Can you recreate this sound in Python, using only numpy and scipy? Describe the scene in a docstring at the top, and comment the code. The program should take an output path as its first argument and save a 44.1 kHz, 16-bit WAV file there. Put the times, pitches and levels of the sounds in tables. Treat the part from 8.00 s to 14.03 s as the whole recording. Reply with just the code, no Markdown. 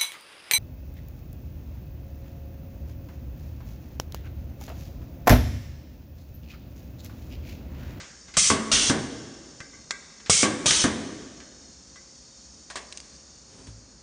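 """A bench-top pneumatic crimper caps glass vials in a workshop, close to a hand-held camera's microphone.
Twice a switch clicks, a valve snaps, air rushes out of the exhaust and the head slams down, ringing the
frame; it returns with another snap, rush and blow, the jaws clacking open on the way. Vials tap on the
base plate between cycles. An air fitting leaks throughout, over room rumble and a far motor.
At the end the camera swings away and the hand rubs and bumps on its case."""
import sys
import numpy as np
from scipy import signal
from scipy.fft import rfft, irfft
from scipy.io import wavfile

SR = 44100
rng = np.random.default_rng(int(sys.argv[2]) if len(sys.argv) > 2 else 0)


def master(y):
    """Save y as 16-bit WAV."""
    cut = np.clip(np.atleast_2d(y).T, -1, 1)
    pcm = np.round(cut * 32767)  # scale
    wavfile.write(sys.argv[1], SR, pcm.astype(np.int16))


N = 265834
T = np.arange(N) / SR
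# crimping cycles: (switch clicks [s], valve opens downward [s], valve opens upward [s], jaw clack [dB])
CYCLES = [(0.3394, 0.3689, .7155, -19.5), (2.2603, 2.297, 2.6585, -12.5)]
DOWN_OPENS, UP_OPENS = [row[1] for row in CYCLES], [row[2] for row in CYCLES]
DOWN_TRAVEL_S, UP_TRAVEL_S = .1333, .1836  # the piston is slower on the way up


def amp(db):
    """Decibels to gain."""
    return 10 ** (np.asarray(db) / 20)


def unit_rms(x):
    """Scales to rms 1."""
    return x / np.sqrt(np.mean(x ** 2) + 1e-20)


def level_at(spectrum, hz):
    """A spectrum's level in dB, its points joined on a log-frequency axis."""
    columns = np.transpose(spectrum)
    return np.interp(np.log(hz + 1), np.log(columns[0] + 1), columns[1])


def add(mix, s, sound):
    """Mixes a sound in at time s."""
    part = mix[max(round(s * SR), 0):][:len(sound)]
    part += sound[:len(part)]


def noise(spectrum, size, colouring=()):
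    """Noise of rms 1 with a broad colour and narrow peaks or dips in it."""
    hz = np.fft.rfftfreq(size, 1 / SR)
    narrow_db = sum(db / (1 + (2 * (hz - centre) / width) ** 2) for centre, width, db in colouring)
    colour = amp(level_at(spectrum, hz) + narrow_db)
    return unit_rms(irfft(rfft(rng.standard_normal(size)) * colour, size))


def drift(size, hz):
    """A random wander of rms 1, mostly slower than hz."""
    f = np.fft.rfftfreq(size, 1 / SR)
    return unit_rms(irfft(rfft(rng.standard_normal(size)) * (f > 0) / (1 + (f / hz) ** 2), size))


def decay(t, t60):
    """An exponential fall of 60 dB in t60 seconds."""
    return np.exp(-np.log(1000) * t / t60)


def strike(body, size, tilt_db=0, t60_scale=1):
    """A blow on dense modes: noise bands, each dying at its own rate; tilt_db is per octave."""
    hz, t = np.fft.rfftfreq(size, 1 / SR), np.arange(size) / SR
    colour = amp(level_at(body, hz) + tilt_db * np.log2((hz + 100) / 2500))
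    spectrum = rfft(rng.choice([-1., 1.], size)) * unit_rms(colour)
    centres, _, t60s = np.transpose(body)
    bands = [np.interp(np.log(hz + 1), np.log(centres), row) for row in np.eye(len(body))]
    return sum(irfft(spectrum * band, size) * decay(t, t60 * t60_scale) for band, t60 in zip(bands, t60s))


def ring(modes, size, spread=0.01335, count=4):
    """Each mode is a cluster of close partials that beat as they die."""
    t = np.arange(size) / SR
    out = np.zeros(size)
    for hz, db, t60 in modes:
        partials = hz * (1 + spread * rng.standard_normal((count, 1)))
        cluster = np.sin(2 * np.pi * (partials * t + rng.random((count, 1)))).sum(0)
        fade = decay(t, t60)
        out += amp(db) * unit_rms(cluster * fade) * np.sqrt(np.mean(fade ** 2) / 2)
    return out


def tick(hz, size):
    """The instant of hard contact: a single swing of pressure."""
    cycles = np.arange(size) / SR * hz
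    return np.sin(2 * np.pi * cycles) * np.exp(-cycles)


def hand_echo(x, delay_s, sway_s=.00012):
    """An echo off the moving hands: its path wanders, so the colour shifts."""
    return np.interp(T - delay_s - sway_s * drift(N, .35), T, x)


def leak(swell_start_s=3.5, swell_rise_s=0.48, turn_away_s=5.19, fade_db_per_s=4.5):
    """A fitting hisses and whistles; one more whistle swells in, and all fade as the microphone turns."""
    # hiss of the fitting: (frequency [Hz], spectral level [dB])
    hiss = [(1500, -27.5), (3000, -17), (4000, -14.5), (4900, -8), (5500, -3.5), (6500, -0.5), (7100, -2.5),
            (7700, -18), (8600, -11.5), (9400, -28)]
    # its constant resonances and the late one: (frequency [Hz], width [Hz], height over the hiss [dB])
    whistles = [(3686, 120, 9.3), (4270, 100, 13), (4710, 85, 10), (5330, 170, 6.4), (5480, 110, 3.3)]
    late_whistle = [(4620, 520, 28)]
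    jet = noise(hiss, N, whistles)
    jet = unit_rms(jet + .3 * hand_echo(jet, delay_s=.0014) + .25 * hand_echo(jet, delay_s=.0031))
    swell = np.clip((T - swell_start_s) / swell_rise_s, 0, 1) * noise(hiss, N, late_whistle)
    off_axis_db = fade_db_per_s * np.maximum(T - turn_away_s, 0)
    return amp(0.37 * drift(N, 13) - off_axis_db) * (amp(-51.5) * jet + amp(-62.5) * swell)


def room_tone():
    """The low, nearly steady rumble of the workshop."""
    # colour of the rumble: (frequency [Hz], spectral level [dB])
    rumble = [(20, -30), (40, -2), (62, 11.5), (95, -3.5), (220, 2.5), (350, -5.5), (700, -11.5),
              (1500, -14.5), (2800, -22), (9000, -56)]
    return amp(-55.5 + .4 * drift(N, 3.2)) * noise(rumble, N)


def far_motor(hum_hz=535):
    """A motor far from the microphone hums, wavering in level and pitch."""
    level = amp(-67.5 + 2.4 * drift(N, 3))
    hz = hum_hz + 1.37 * drift(N, 2.6)
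    return level * np.sin(2 * np.pi * np.cumsum(hz) / SR)


def knock(tilt_db, t60_scale, ring_db):
    """A small blow that reaches the base plate: a tick, a short clatter and the plate's ring."""
    # the plate's clatter: (frequency [Hz], spectral level [dB], t60 [s])
    plate = [(100, -6, 0.055), (400, -8, 0.062), (690, -12.5, 0.12), (1100, -3.5, 0.046),
             (1660, -3.5, 0.17), (2200, -2.5, 0.087), (2960, -3.5, 0.088), (4420, 1.5, 0.032),
             (7300, -7, 0.14), (9550, -10.5, 0.0045)]
    # its ringing modes: (frequency [Hz], level [dB], t60 [s])
    plate_modes = [(1145, -13.5, 0.19), (1567, -17, 0.12), (1587, -12, 0.31), (2050, -8, 0.24),
                   (2240, -22.5, 0.48)]
    size = SR // 3
    ringing = amp(ring_db) * ring(plate_modes, size, spread=.028, count=8)
    return strike(plate, size, tilt_db, t60_scale) + ringing + amp(-0.5) * tick(1600, size)


def vials():
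    """Vials held in the fingers knock on the plate and tick against each other, well damped."""
    # a vial knocks in its seat: (time [s], level [dB], tilt [dB/octave], t60 factor, plate ring [dB])
    knocks = [(.001, -41, -2, 6.7, 3.5), (0.2821, -48.5, -3.5, 4, 3), (1.604, -32, -4, 0.65, -2),
              (1.7348, -49.5, -7, 1.6, 8.5), (1.908, -17.5, 2.8, 0.45, -9), (2.201, -45.5, -1.5, 1, -7),
              (3.403, -43.5, -2, 1.1, -4), (3.9592, -47.5, 1, 1.09, 6.5)]
    # vials set down on the plate's rim, and glass touching glass: (time [s], level [dB])
    set_downs = [(4.7014, -37), (4.7044, -39.5), (4.7567, -28.5), (4.7707, -34.5)]
    clinks = [(4.9252, -31), (4.929, -33.5), (4.974, -28), (4.981, -38), (5.002, -30.5)]
    # the struck rim and the struck glass: (frequency [Hz], spectral level [dB], t60 [s])
    rim = [(100, -19, .08), (377, -2.5, 0.17), (510, -10.5, 0.15), (660, 0, 0.29), (820, -8, 0.28),
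           (1090, 3.5, 0.18), (1290, -2, .1), (1660, 3, 0.14), (2300, -6.5, 0.23), (2830, -9.5, 0.24),
           (3870, -4.5, 0.13), (6000, -4.5, 0.12), (9700, -9, 0.083)]
    glass = [(299, -34, .01), (1500, -20, 0.013), (2380, -4.5, 0.015), (3280, -2, 0.013),
             (4500, 1.5, 0.012), (7050, -3, 0.017), (9600, -11.5, 0.022)]
    out, size = np.zeros(N), SR // 3
    for s, db, tilt_db, t60_scale, ring_db in knocks:
        add(out, s, amp(db) * knock(tilt_db, t60_scale, ring_db))
    for s, db in set_downs:
        add(out, s, amp(db) * (strike(rim, size) + amp(5.5) * tick(3800, size)))
    for s, db in clinks:
        add(out, s, amp(db) * (strike(glass, size) + amp(3.5) * tick(7400, size)))
    return out


def linkage(jaw_delay_s=.0496):
    """The switch clicks just before each cycle; the jaws clack open as the head lifts."""
    out = np.zeros(N)
    for switch, _, up, clack_db in CYCLES:
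        add(out, switch, amp(-39) * knock(tilt_db=-1.5, t60_scale=3.5, ring_db=-6))
        add(out, up + jaw_delay_s, amp(clack_db) * knock(tilt_db=-0.5, t60_scale=0.57, ring_db=-18))
    return out


def valve():
    """The spool hits its seat and the first slug of air pops out."""
    # the valve's snap: (frequency [Hz], spectral level [dB], t60 [s])
    snap = [(30, -5.5, .15), (70, -5.5, 0.18), (170, 6.5, 0.055), (350, -10.5, 0.058), (648, 15, 0.023),
            (867, -23.5, 0.082), (1180, 0, 0.091), (1770, -8, 0.031), (4000, -9.5, 0.074),
            (9500, -19.5, 0.02)]
    out = np.zeros(N)
    for _, down, up, _ in CYCLES:
        add(out, down, amp(-12) * strike(snap, SR // 2))
        add(out, up, amp(-19) * strike(snap, SR // 2))
    return out


def metal_echoes(x, share=.42, first_s=.001, last_s=.006, count=10):
    """Echoes off the close metal faces comb the sound."""
    out = x.copy()
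    for delay, sign in zip(rng.uniform(first_s, last_s, count), rng.choice([-1, 1], count)):
        add(out, delay, sign * share / np.sqrt(count) * x)
    return unit_rms(out)


def air_blasts(openings, travel_s, port, colouring, hiss_db, surge_db, surge_s, empty_s, open_s):
    """Air surges as the valve opens, flows while the piston moves, then runs out once the head lands."""
    out, t = np.zeros(N), np.arange(SR) / SR
    opening = 1 - np.exp(-t / open_s)
    emptying = np.exp(-np.maximum(t - travel_s, 0) / empty_s)
    pressure = amp(surge_db * np.exp(-t / surge_s)) * emptying
    for opens in openings:
        turbulence = amp(.7 * drift(SR, 90))
        jet = metal_echoes(noise(port, SR, colouring))
        add(out, opens, amp(hiss_db) * opening * pressure * turbulence * jet)
    return out


def exhaust():
    """Each direction of stroke vents through its own port and silencer, close to the microphone."""
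    # hiss of the two ports: (frequency [Hz], spectral level [dB])
    down_port = [(40, -39), (190, -7), (380, -41), (900, -25), (1300, -17.5), (1750, -20), (2200, -7),
                 (2600, -12.5), (3100, -7), (3600, -10), (4900, -7), (5700, -1), (7500, -3), (9400, -7.5)]
    up_port = [(40, -3), (200, -9.5), (850, -15.5), (1300, -10), (1750, -10), (2500, -6.5), (3150, -0.5),
               (4100, -3.5), (5000, -4), (6200, 0), (7100, -3.5), (7700, -7.5), (9400, -5.5)]
    # a narrow dip near 7 kHz going down, slight peaks going up: (frequency [Hz], width [Hz], gain [dB])
    down_colouring = [(5190, 170, 1), (6960, 200, -5.5), (6070, 300, -0.5)]
    up_colouring = [(3550, 92, 0.9), (5560, 200, 2.4), (5950, 100, 4), (6260, 140, 2.9)]
    down = air_blasts(DOWN_OPENS, DOWN_TRAVEL_S, down_port, down_colouring,
                      hiss_db=-18, surge_db=6, surge_s=0.054, empty_s=0.027, open_s=0.00053)
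    up = air_blasts(UP_OPENS, UP_TRAVEL_S, up_port, up_colouring,
                    hiss_db=-22.5, surge_db=8, surge_s=0.14, empty_s=0.024, open_s=0.00075)
    return down + up


def landings(openings, travel_s, stop, blow_db, ring_db, soft_hz, tick_db, push_db, push_hz):
    """The head hits a stop, shoves the bench and rings the frame, more weakly above soft_hz."""
    # modes of the press frame and its bench: (frequency [Hz], level [dB], t60 [s])
    frame = [(86, -19.5, 0.67), (110.3, -18.5, 0.62), (158.2, -22.5, 0.48), (218.5, -10.5, 0.69),
             (301, -7, 0.19), (376, -19, 0.97), (447, -17.5, 0.27), (554, -30.5, 0.25), (601, -14.5, 0.23),
             (992, -21, 0.21), (1116, -5, 0.23), (1575, -11, 0.29), (2090, -12, 0.29)]
    modes = [(hz, db - 10 * np.log10(1 + (hz / soft_hz) ** 2), t60) for hz, db, t60 in frame]
    contact = amp(tick_db) * tick(1310, SR) + amp(push_db) * tick(push_hz, SR)
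    out = np.zeros(N)
    for opens in openings:
        blow = contact + strike(stop, SR) + amp(ring_db) * ring(modes, SR)
        add(out, opens + travel_s, amp(blow_db) * blow)
    return out


def crimp_head():
    """The head slams onto its lower stop, then returns against the softer upper one."""
    # the two struck stops: (frequency [Hz], spectral level [dB], t60 [s])
    lower_stop = [(30, -26, 0.33), (89, -6, 0.2), (178, -8.5, 0.37), (269, -1.5, 0.58), (425, -7, 0.15),
                  (635, -10, 0.38), (830, -17, 0.41), (1130, -4, 0.21), (1340, -23, 0.7),
                  (2420, -4.5, 0.065), (2740, -18.5, 0.37), (9000, -20.5, 0.098)]
    upper_stop = [(30, -25, .3), (105, 0, 0.23), (193, -1, 0.48), (277, 5.5, .22), (400, -8, 0.34),
                  (656, -8, 0.37), (885, -17.5, 0.64), (1180, -9.5, 0.19), (1590, -9.5, 0.35),
                  (2710, -25.5, 0.6), (9000, -16, 0.057)]
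    down = landings(DOWN_OPENS, DOWN_TRAVEL_S, lower_stop,
                    blow_db=-15.5, ring_db=-1.5, soft_hz=3000, tick_db=7, push_db=-4, push_hz=214)
    up = landings(UP_OPENS, UP_TRAVEL_S, upper_stop,
                  blow_db=-16.5, ring_db=0, soft_hz=503, tick_db=4, push_db=1, push_hz=234)
    return down + up


def handling(start_s=5.46, attack_s=0.066, hold_s=0.17, release_s=0.029, tap_s=5.6704, bump_s=5.677):
    """Right at the microphone, a hand rubs, taps and bumps the camera as it swings down."""
    # the hand rubbing on the case: (frequency [Hz], spectral level [dB])
    rub = [(30, -13), (120, -1), (200, -15), (265, 5.5), (315, -24), (380, -1), (500, -19), (800, -17),
           (2000, -25), (9000, -26)]
    # modes of the bumped camera: (frequency [Hz], level [dB], t60 [s])
    bump = [(54.5, -42.5, 0.73), (109, -38, 0.35), (151, -42, 0.16)]
    t = T - start_s
    release = np.exp(-np.maximum(t - attack_s - hold_s, 0) / release_s)
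    grip = np.clip(t / attack_s, 0, 1) * (amp(-51.5) * release + amp(-67))  # eases to a light touch
    out = grip * amp(0.87 * drift(N, 28)) * noise(rub, N)
    add(out, tap_s, amp(-43) * rng.standard_normal(SR) * decay(T[:SR], t60=0.088))
    add(out, bump_s, ring(bump, SR))
    return out


def room(x, gap_s=0.0046, build_s=0.0049):
    """The workshop's diffuse tail builds up after the direct sound and dies soonest in the top treble."""
    # reverberation: (frequency [Hz], spectral level [dB], t60 [s])
    reverb = [(60, 5.5, 1.3), (241, -0.5, 1.73), (392, 7.5, 1.65), (925, -1, 1.7), (1600, -2, 1.71),
              (3040, -2, 1.65), (6000, -4, 1.6), (9000, 1.5, 0.92)]
    t = np.arange(2 * SR) / SR
    build_up = 1 - np.exp(-np.maximum(t - gap_s, 0) / build_s)
    tail = strike(reverb, 2 * SR) * build_up
    return signal.fftconvolve(x, tail / np.linalg.norm(tail))[:N]


def scene():
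    """Crimper and vials close up, each with its share of the room, over the background; in mono."""
    air, blows, snaps = exhaust(), crimp_head(), valve()
    taps = vials() + linkage()
    wet = room(amp(-15.5) * (air + snaps) + amp(-9.5) * blows + amp(-11) * taps)
    background = leak() + room_tone() + far_motor()
    return (air + snaps + blows + taps + wet + background + handling())[None]


def record(dry, low_cut_hz=42, high_cut_hz=9650):
    """The camera's microphone loses the deepest bass; a steep filter takes off the top treble."""
    thin = signal.sosfilt(signal.butter(2, low_cut_hz, "high", fs=SR, output="sos"), dry)
    lowpass = signal.firwin(401, high_cut_hz, window=("kaiser", 8), fs=SR)
    return signal.oaconvolve(thin, lowpass[None], "same")


dry = scene()
out = record(dry)
master(out)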